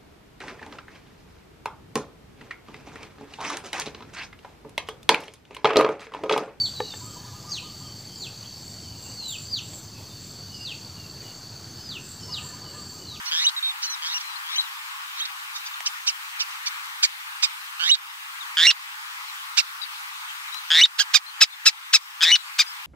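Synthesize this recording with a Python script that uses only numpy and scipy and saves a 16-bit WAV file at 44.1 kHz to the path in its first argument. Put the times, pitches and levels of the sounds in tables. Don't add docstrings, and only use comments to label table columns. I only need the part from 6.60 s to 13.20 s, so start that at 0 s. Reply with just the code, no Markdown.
import sys
import numpy as np
from scipy import signal
from scipy.fft import rfft, irfft, next_fast_len
from scipy.io import wavfile
from scipy.ndimage import uniform_filter1d, map_coordinates

SR = 44100
rng = np.random.default_rng(int(sys.argv[2]) if len(sys.argv) > 2 else 0)


def unload_audio(sound):
    columns = np.transpose(np.atleast_2d(sound))
    steps = np.round(np.clip(columns, -1, 1) * 32767)
    wavfile.write(sys.argv[1], SR, steps.astype(np.int16))


def attenuation_scalar(level_db):
    decades = np.asarray(level_db, float) / 20
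    return 10 ** decades


N = 291060


def unit(x):
    return x / np.sqrt(np.mean(x ** 2) + 1e-20)


def along(points, hz):
    f, v = np.transpose(points)
    return np.interp(np.log(hz + 1), np.log(f + 1), v)


def curve(points):
    s, value = np.transpose(points)
    return np.interp(np.arange(N) / SR, s, value)


def wobble(rate):
    knots = rng.standard_normal(int(N * rate / SR) + 4)
    return map_coordinates(knots, [np.arange(N) * rate / SR])


def filtered(x, response):
    m = next_fast_len(N + 8192)
    return irfft(rfft(x, m) * response(np.fft.rfftfreq(m, 1 / SR)), m)[..., :N]


def rush(gain, patchy_db):
    z = signal.stft(rng.standard_normal(N + 512), nperseg=512)[2]
    field = uniform_filter1d(rng.standard_normal(z.shape), 5, 0)
    field = uniform_filter1d(field, 12, 1)
    patchy = signal.istft(z * attenuation_scalar(patchy_db * unit(field)), nperseg=512)[1][:N]
    return unit(filtered(patchy, gain))


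def add(track, s, piece):
    part = track[round(s * SR):][:len(piece)]
    part += piece[:len(part)]


def swell(seconds, sharp):
    u = np.linspace(0, 1, max(round(seconds * SR), 8))
    return u, np.sin(np.pi * u) ** sharp


def glide(pitch):
    return np.sin(2 * np.pi * np.cumsum(pitch) / SR)


def yard(x):
    # (frequency [Hz], t60 [s])
    decay = [(500, 0.093), (1200, 1), (2500, 0.4), (3500, 0.51), (5000, 0.2), (8000, 0.2)]
    wet, hop = np.zeros(N), SR // 3
    for k in range(0, N, hop):
        hz, t, z = signal.stft(rng.standard_normal(SR // 2), SR, nperseg=256)
        early = 1.6 * np.exp(-t / .014)
        late = attenuation_scalar(-60 * t / along(decay, hz)[:, None])
        tail = signal.istft(z * (late + early), SR, nperseg=256)[1]
        add(wet, k / SR + .003, signal.fftconvolve(x[k:k + hop], tail / np.linalg.norm(tail)))
    return wet


def peep(knee_s, lead_s, droop_hz, fall_s, top_hz, db, fall, level_db, octave_db):
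    end_hz, lead_db, usual_db = 2250, -48, -30
    u, left = np.transpose(fall)
    effort = db - usual_db
    left = left + .012 * max(effort, 0) * np.sin(np.pi * u)
    fall_db = db + np.array(level_db) - .5 * effort * np.clip(4 * u - 1, 0, 1)
    s = np.r_[knee_s - lead_s, knee_s - .015, knee_s + fall_s * u]
    hz = np.r_[top_hz + droop_hz, top_hz + 40, end_hz + (top_hz - end_hz) * left]
    level = np.r_[lead_db - 2 + .4 * effort, lead_db + 3 + .4 * effort, fall_db]
    return s, hz, level, .7 * effort + octave_db


def whine(s, slide_s, drop_s, top_hz, db):
    knee_hz, floor_hz, fade_s = 3560, 2550, .014
    slide = [(0, 1), (.25, .8), (.5, .5), (.84, .25), (1, 0)]
    slide_db = [-16, -7, -1.5, -1, -7]
    u, left = np.transpose(slide)
    times = s + np.r_[slide_s * u, slide_s + drop_s, slide_s + drop_s + fade_s]
    hz = np.r_[knee_hz + (top_hz - knee_hz) * left, floor_hz, floor_hz - 150]
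    return times, hz, db + np.r_[slide_db, -2.5, -20], 0


def chicks():
    # (time [s], pitch [Hz], level [dB])
    opening = [
        [(0, 4550, -26), (.012, 4560, -18), (.036, 4530, -20.5), (.048, 4400, -27), (.062, 3600, -35),
         (.085, 2750, -47)],
        [(.14, 4350, -42), (.165, 3980, -41), (.24, 3880, -43), (.255, 4040, -41), (.285, 4180, -50),
         (.295, 3820, -48), (.325, 3600, -39), (.345, 3600, -66)],
    ]
    # (fall start [s], lead-in [s], fall [s], top [Hz], effort [dB])
    straight = [
        (.912, .04, .088, 4830, -28),
        (1.606, .03, .074, 4750, -35),
        (2.922, .075, .082, 4860, -23),
    ]
    # (fall start [s], lead-in droop [Hz], fall [s], top [Hz], effort [dB])
    kinked = [
        (4.042, 30, .093, 4940, -32),
        (5.28, 300, .106, 4940, -34),
        (5.717, 110, .082, 5230, -29),
    ]
    # (time [s], slide [s], drop [s], top [Hz], level [dB])
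    whines = [
        (2.5, .218, .043, 4900, -35),
        (6.425, .124, .018, 4600, -41),
    ]
    straight_fall = [(0, 1), (.1, .95), (.24, .81), (.5, .53), (.74, .29), (.88, .13), (1, 0)]
    kinked_fall = [(0, 1), (.08, .96), (.18, .84), (.36, .53), (.62, .34), (.86, .14), (1, 0)]
    straight_db = [-9, -2, -1, -7, -10, -6, -17]
    kinked_db = [-12, -6, 0, -3, -10, -3.5, -13]
    kinked_lead_s = .12

    calls = [peep(s, lead, 0, *rest, straight_fall, straight_db, octave_db=8) for s, lead, *rest in straight]
    calls += [peep(s, kinked_lead_s, *rest, kinked_fall, kinked_db, octave_db=-2) for s, *rest in kinked]
    calls += [whine(*row) for row in whines]
    calls += [(*np.transpose(rows), 0) for rows in opening]
    out, quaver = np.zeros(N), wobble(70)
    for s, hz, db, octave_db in calls:
        t = np.arange(s[0], s[-1], 1 / SR)
        pitch = uniform_filter1d(np.interp(t, s, hz), size=200)
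        if s[0] > 0:
            pitch = pitch + 30 * quaver[round(s[0] * SR):][:len(t)]
        turn = 2 * np.pi * np.cumsum(pitch) / SR
        octave = attenuation_scalar(octave_db + np.interp(pitch, [2550, 2800, 3550, 3900], [-36, -19, -21, -65]))
        voice = np.sin(turn) + octave * np.sin(2 * turn) + attenuation_scalar(-37) * np.sin(3 * turn)
        from_start = t - s[0] + (s[0] == 0)
        ends = np.clip(np.minimum(from_start, s[-1] - t) / 0.014, 0, 1)
        add(out, s[0], np.sqrt(2) * attenuation_scalar(np.interp(t, s, db)) * ends * voice)
    return out * attenuation_scalar(1.8 * wobble(140))


def crickets():
    # (wing resonance [Hz], stroke rate [1/s], level [dB])
    singers = [(4570, 59, -4.5), (4520, 63, -7), (4482, 60, -4.5), (4664, 84, -6.5), (4350, 27, -10),
               (4237, 48, -14), (5050, 87, -31)]
    # (time [s], level [dB])
    trill = [(0.25, -45.5), (0.62, -52), (1.13, -48), (1.61, -46.5), (1.96, -48), (2.83, -45.5),
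             (3.15, -52), (3.71, -47.5), (4.85, -46.5), (5.48, -50.5), (5.89, -45.5), (6.6, -47)]
    choir = np.zeros(N)
    for hz, rate, db in singers:
        stroke = np.cumsum(rate * (1 + 0.0141 * wobble(3.01))) / SR + 3 * rng.random()
        count = stroke.astype(int)
        uneven_db = rng.normal(0, 2.2, count.max() + 1)[count]
        size = attenuation_scalar(np.array([0, -1.5, -6])[count % 3] + uneven_db)
        tone = glide(hz + 18 * wobble(25))
        choir += attenuation_scalar(db) * size * np.sin(np.pi * (stroke % 1)) ** 2.3 * tone
    return attenuation_scalar(curve(trill) + 2) * unit(unit(choir) + attenuation_scalar(-8) * unit(yard(choir)))


def cicadas():
    # (time [s], length [s], level [dB])
    bursts = [(0, 0.2, -49), (0.257, 0.36, -52), (0.752, 0.58, -62), (1.35, 0.47, -60), (1.956, 0.35, -54),
              (2.32, 0.31, -49), (2.597, 0.3, -46), (2.98, .32, -46), (3.548, .3, -58), (3.89, 0.38, -59),
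              (5.33, 0.38, -49.5), (5.707, 0.3, -49), (6.006, 0.49, -51)]
    # (frequency [Hz], width [Hz], level [dB])
    resonances = [(7586, 150, 3), (7335, 340, 4.5), (7910, 270, -9.5), (8230, 300, -6)]
    murmur_db = -56
    chorus = np.full(N, attenuation_scalar(murmur_db))
    for s, seconds, db in bursts:
        add(chorus, s, attenuation_scalar(db) * swell(seconds, sharp=1.5)[1])

    def body(f):
        return sum(attenuation_scalar(db) * np.exp(-((f - hz) / width) ** 2) for hz, width, db in resonances)

    return chorus * attenuation_scalar(0.83 * wobble(13)) * rush(body, patchy_db=2.0)


def traffic():
    # (frequency [Hz], level [dB per Hz])
    hum = [(18, -69), (30, -57), (48, -19), (78, -4.5), (103, 2), (225, -8), (346, -10.5), (542, -16.5),
           (817, -16), (2320, -26.5), (2600, -35), (3380, -56), (5720, -120)]
    # (time [s], level [dB])
    passing = [
        (0, -70),
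        (.4, -63),
        (.65, -73),
        (3.5, -75.5),
        (5.0, -58.5),
        (6.15, -57.5),
        (6.6, -68),
    ]
    tyre_db = curve(passing)
    rush_db = -51.5 + 0.07 * (tyre_db - tyre_db.mean())

    def low(f):
        return 1 / (1 + (f / 260) ** 4)

    rumble = rush(lambda f: attenuation_scalar(along(hum, f)) * np.sqrt(low(f)), patchy_db=-1.5)
    mid = rush(lambda f: attenuation_scalar(along(hum, f)) * np.sqrt(1 - low(f)), patchy_db=2.0)
    tyres = rush(lambda f: np.exp(-((f - 1450) / 420) ** 2), patchy_db=2)
    return attenuation_scalar(-45.5 + 0.4 * wobble(2.534)) * rumble + attenuation_scalar(rush_db) * mid + attenuation_scalar(tyre_db + .5) * tyres


def far_insects():
    # (frequency [Hz], level [dB per Hz])
    haze = [(2000, -13.5), (2600, -5), (3300, -2), (4000, -1), (5000, 2), (5600, 0), (6300, 5.5),
            (6800, -1), (7500, -5.5), (8500, -12.5), (8700, -15.5), (10000, -8.5), (11000, -25),
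            (11600, -21.5)]
    hiss = rush(lambda f: attenuation_scalar(along(haze, f)) * (f < 11700), patchy_db=1.7)
    return attenuation_scalar(-48.5 + 0.13 * wobble(2.74)) * hiss


def far_birds():
    # (time [s], length [s], pitch
    # [Hz], level [dB])
    flock = [(.22, .12, 2940, -55), (.48, .1, 3220, -58), (1.0, .09, 3100, -57), (1.21, .11, 3250, -58),
             (1.48, .08, 3220, -57), (2.2, .2, 3130, -60), (2.42, .07, 2920, -55), (2.58, .05, 2900, -56),
             (2.63, .08, 2950, -53), (3.32, .08, 2650, -59), (3.49, .05, 3650, -63), (3.895, .2, 2970, -52),
             (4.35, .15, 2910, -60), (4.6, .13, 3020, -58), (5.17, .05, 3140, -58), (5.59, .1, 3100, -58),
             (5.67, .08, 2940, -52), (6.03, .09, 3020, -58), (6.12, .06, 2770, -60), (6.38, .1, 3020, -62)]
    # (time [s], length [s], pitch [Hz], level [dB])
    pipes = [(.055, .025, 4550, -33), (.08, .1, 4570, -44), (.51, .45, 830, -66), (.51, .2, 1690, -67),
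             (.896, .03, 6450, -44), (.92, .05, 6400, -54), (.92, .06, 8320, -60), (.96, .15, 4300, -54),
             (1.5, .09, 5120, -59), (2.47, .05, 6150, -55), (5.07, .05, 6170, -55), (5.81, .12, 1765, -63),
             (6.09, .12, 1745, -63)]
    # (time [s], length [s], first pitch [Hz], last pitch [Hz], level [dB])
    swoops = [
        (.888, .014, 5000, 6500, -45),
        (.99, .09, 4400, 3000, -56),
        (1.81, .05, 2750, 3400, -58),
    ]
    sag_hz_per_s = 1500
    notes = [(s, seconds, hz, hz - sag_hz_per_s * seconds, db - 2.0) for s, seconds, hz, db in flock]
    notes += [(s, seconds, hz, hz, db) for s, seconds, hz, db in pipes]
    out, waver = np.zeros(N), wobble(110)
    for s, seconds, first_hz, last_hz, db in notes + swoops:
        u, shape = swell(seconds, sharp=.4)
        unsteady = np.minimum(55, .02 * first_hz) * waver[round(s * SR):][:len(u)]
        pitch = first_hz + (last_hz - first_hz) * u + unsteady
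        add(out, s, attenuation_scalar(db + 7.5) * shape * glide(pitch))
    return out * attenuation_scalar(2.2 * wobble(70))


def knocks():
    # (time [s], peak level [dB], brightening [dB per mode])
    strikes = [
        (0.2027, -15.5, 2.2),
        (0.3377, -38.5, 5),
    ]
    # (frequency [Hz], level [dB], t60 [s])
    hollow = [(491, 4.5, 0.088), (426, -4, 0.15), (843, 6, 0.025), (1170, -7, 0.036), (1773, -9.5, 0.04),
              (2080, -13.5, 0.015), (3080, -4, 0.0045)]
    out, t = np.zeros(N), np.arange(SR // 5) / SR
    onset = 1 - np.exp(-t / 0.00067)
    for s, db, bright_db in strikes:
        ring = np.zeros(len(t))
        for k, (hz, mode_db, t60) in enumerate(hollow):
            ring += attenuation_scalar(mode_db + k * bright_db - 60 * t / t60) * np.sin(2 * np.pi * hz * t)
        crack = 0.21 * attenuation_scalar(5 * bright_db - 60 * t / 0.028) * rng.standard_normal(len(t))
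        add(out, s, attenuation_scalar(db - 9.0) * (ring + uniform_filter1d(crack, size=5)) * onset)
    return out


def dove():
    # (time [s], slowness [ratio], level [dB])
    coos = [
        (.41, .972, -.5),
        (5.679, 1.025, -2.5),
    ]
    # (time into the phrase [s], length [s], cluck level [dB], arch level [dB])
    phrase = [(0, .032, -48, -53), (.035, .036, -68, -51), (.092, .036, -67, -51), (.153, .055, -51, -60),
              (.235, .06, -53, -57), (.325, .05, -52.5, -54), (.44, .066, -54, -51),
              (.622, .068, -55.5, -52), (.808, .07, -57.5, -51)]
    out = np.zeros(N)
    for start, slow, db in coos:
        for after, seconds, cluck_db, arch_db in phrase:
            s = start + slow * after
            u, shape = swell(.03, sharp=.8)
            add(out, s, attenuation_scalar(db + cluck_db + 7) * shape * glide(950 + 100 * u))
            u, shape = swell(seconds + .02, sharp=.45)
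            pitch = 1070 + 165 * np.sin(np.pi * u ** .8) ** .45 + 12 * rng.standard_normal()
            add(out, s + .01, attenuation_scalar(db + arch_db + 4.2) * shape * glide(pitch))
    return out * attenuation_scalar(1.6 * wobble(70))


def leaves():
    # (time [s], length [s], level [dB])
    rustles = [
        (3.125, .018, -51),
        (3.08, .1, -55),
        (4.57, .2, -54),
        (4.07, .07, -57),
        (5.8, .16, -58),
        (6.08, .14, -59),
        (.885, .1, -54),
    ]
    colour = [(150, -18), (320, 12), (1400, 1.5), (2500, 2.5), (7000, -18), (10000, -16), (14000, -21)]  # (Hz, dB)
    gate = np.zeros(N)
    for s, seconds, db in rustles:
        add(gate, s, attenuation_scalar(db) * swell(seconds, sharp=0.14)[1])
    grain = attenuation_scalar(2.3 * wobble(300))
    return gate * unit(grain * rush(lambda f: attenuation_scalar(along(colour, f)), patchy_db=3.0))


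def takeoff():
    out = np.zeros(N)
    u = swell(.095, sharp=1)[0]
    rasp = rush(lambda f: np.exp(-((f - 5850) / 800) ** 4), patchy_db=1.5)[SR:][:len(u)]
    shape = np.minimum(1, 20 * u) * (1 - .6 * u) * np.minimum(1, 8 - 8 * u)
    add(out, .89, attenuation_scalar(-44) * shape * unit(rasp))
    return out


def katydid():
    # (time [s], length [s], pitch [Hz], level [dB])
    buzzes = [
        (2.678, .072, 7232, -46),
        (2.755, .12, 7232, -55),
        (1.575, .07, 7050, -56),
    ]
    out = np.zeros(N)
    for s, seconds, hz, db in buzzes:
        u, shape = swell(seconds, sharp=0.25)
        t = u * seconds
        pulses = 1 - 0.69 * np.cos(2 * np.pi * 50 * t)
        add(out, s, attenuation_scalar(db + 10.0) * shape * pulses * np.sin(2 * np.pi * hz * t))
    return out


def scene():
    near, far, coo, wood = chicks(), far_birds() + takeoff(), dove(), knocks()
    scatter = yard(attenuation_scalar(-3.5) * near + attenuation_scalar(-1) * far + attenuation_scalar(-8) * coo + attenuation_scalar(-16) * wood)
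    calls = attenuation_scalar(-1.5) * near + attenuation_scalar(-5) * far + attenuation_scalar(-.5) * coo + wood + scatter
    insects = crickets() + cicadas() + katydid() + far_insects()
    return np.tile(calls + insects + leaves() + traffic(), (2, 1))


def top_cut(x):
    return signal.sosfilt(signal.butter(12, 16720, fs=SR, output="sos"), x)


def record(dry):
    # (frequency [Hz], level [dB per Hz])
    fizz = [(11500, -39), (11750, -2), (13000, -2.5), (14500, 1.5), (15400, 2), (15550, -60)]
    flipped = dry * (-1.) ** np.arange(N)
    mirror = filtered(flipped, lambda f: attenuation_scalar(along(fizz, f) - 16.5))
    mid = dry + mirror + attenuation_scalar(-61) * rush(lambda f: attenuation_scalar(along(fizz, f)), patchy_db=2.3)
    side = attenuation_scalar(-94.5) * rush(lambda f: f > 4700, patchy_db=1.0)
    stereo = filtered(mid + side * [[1], [-1]], lambda f: f < 15520)
    return top_cut(stereo - .0008)


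dry = scene()
out = record(dry)
unload_audio(out)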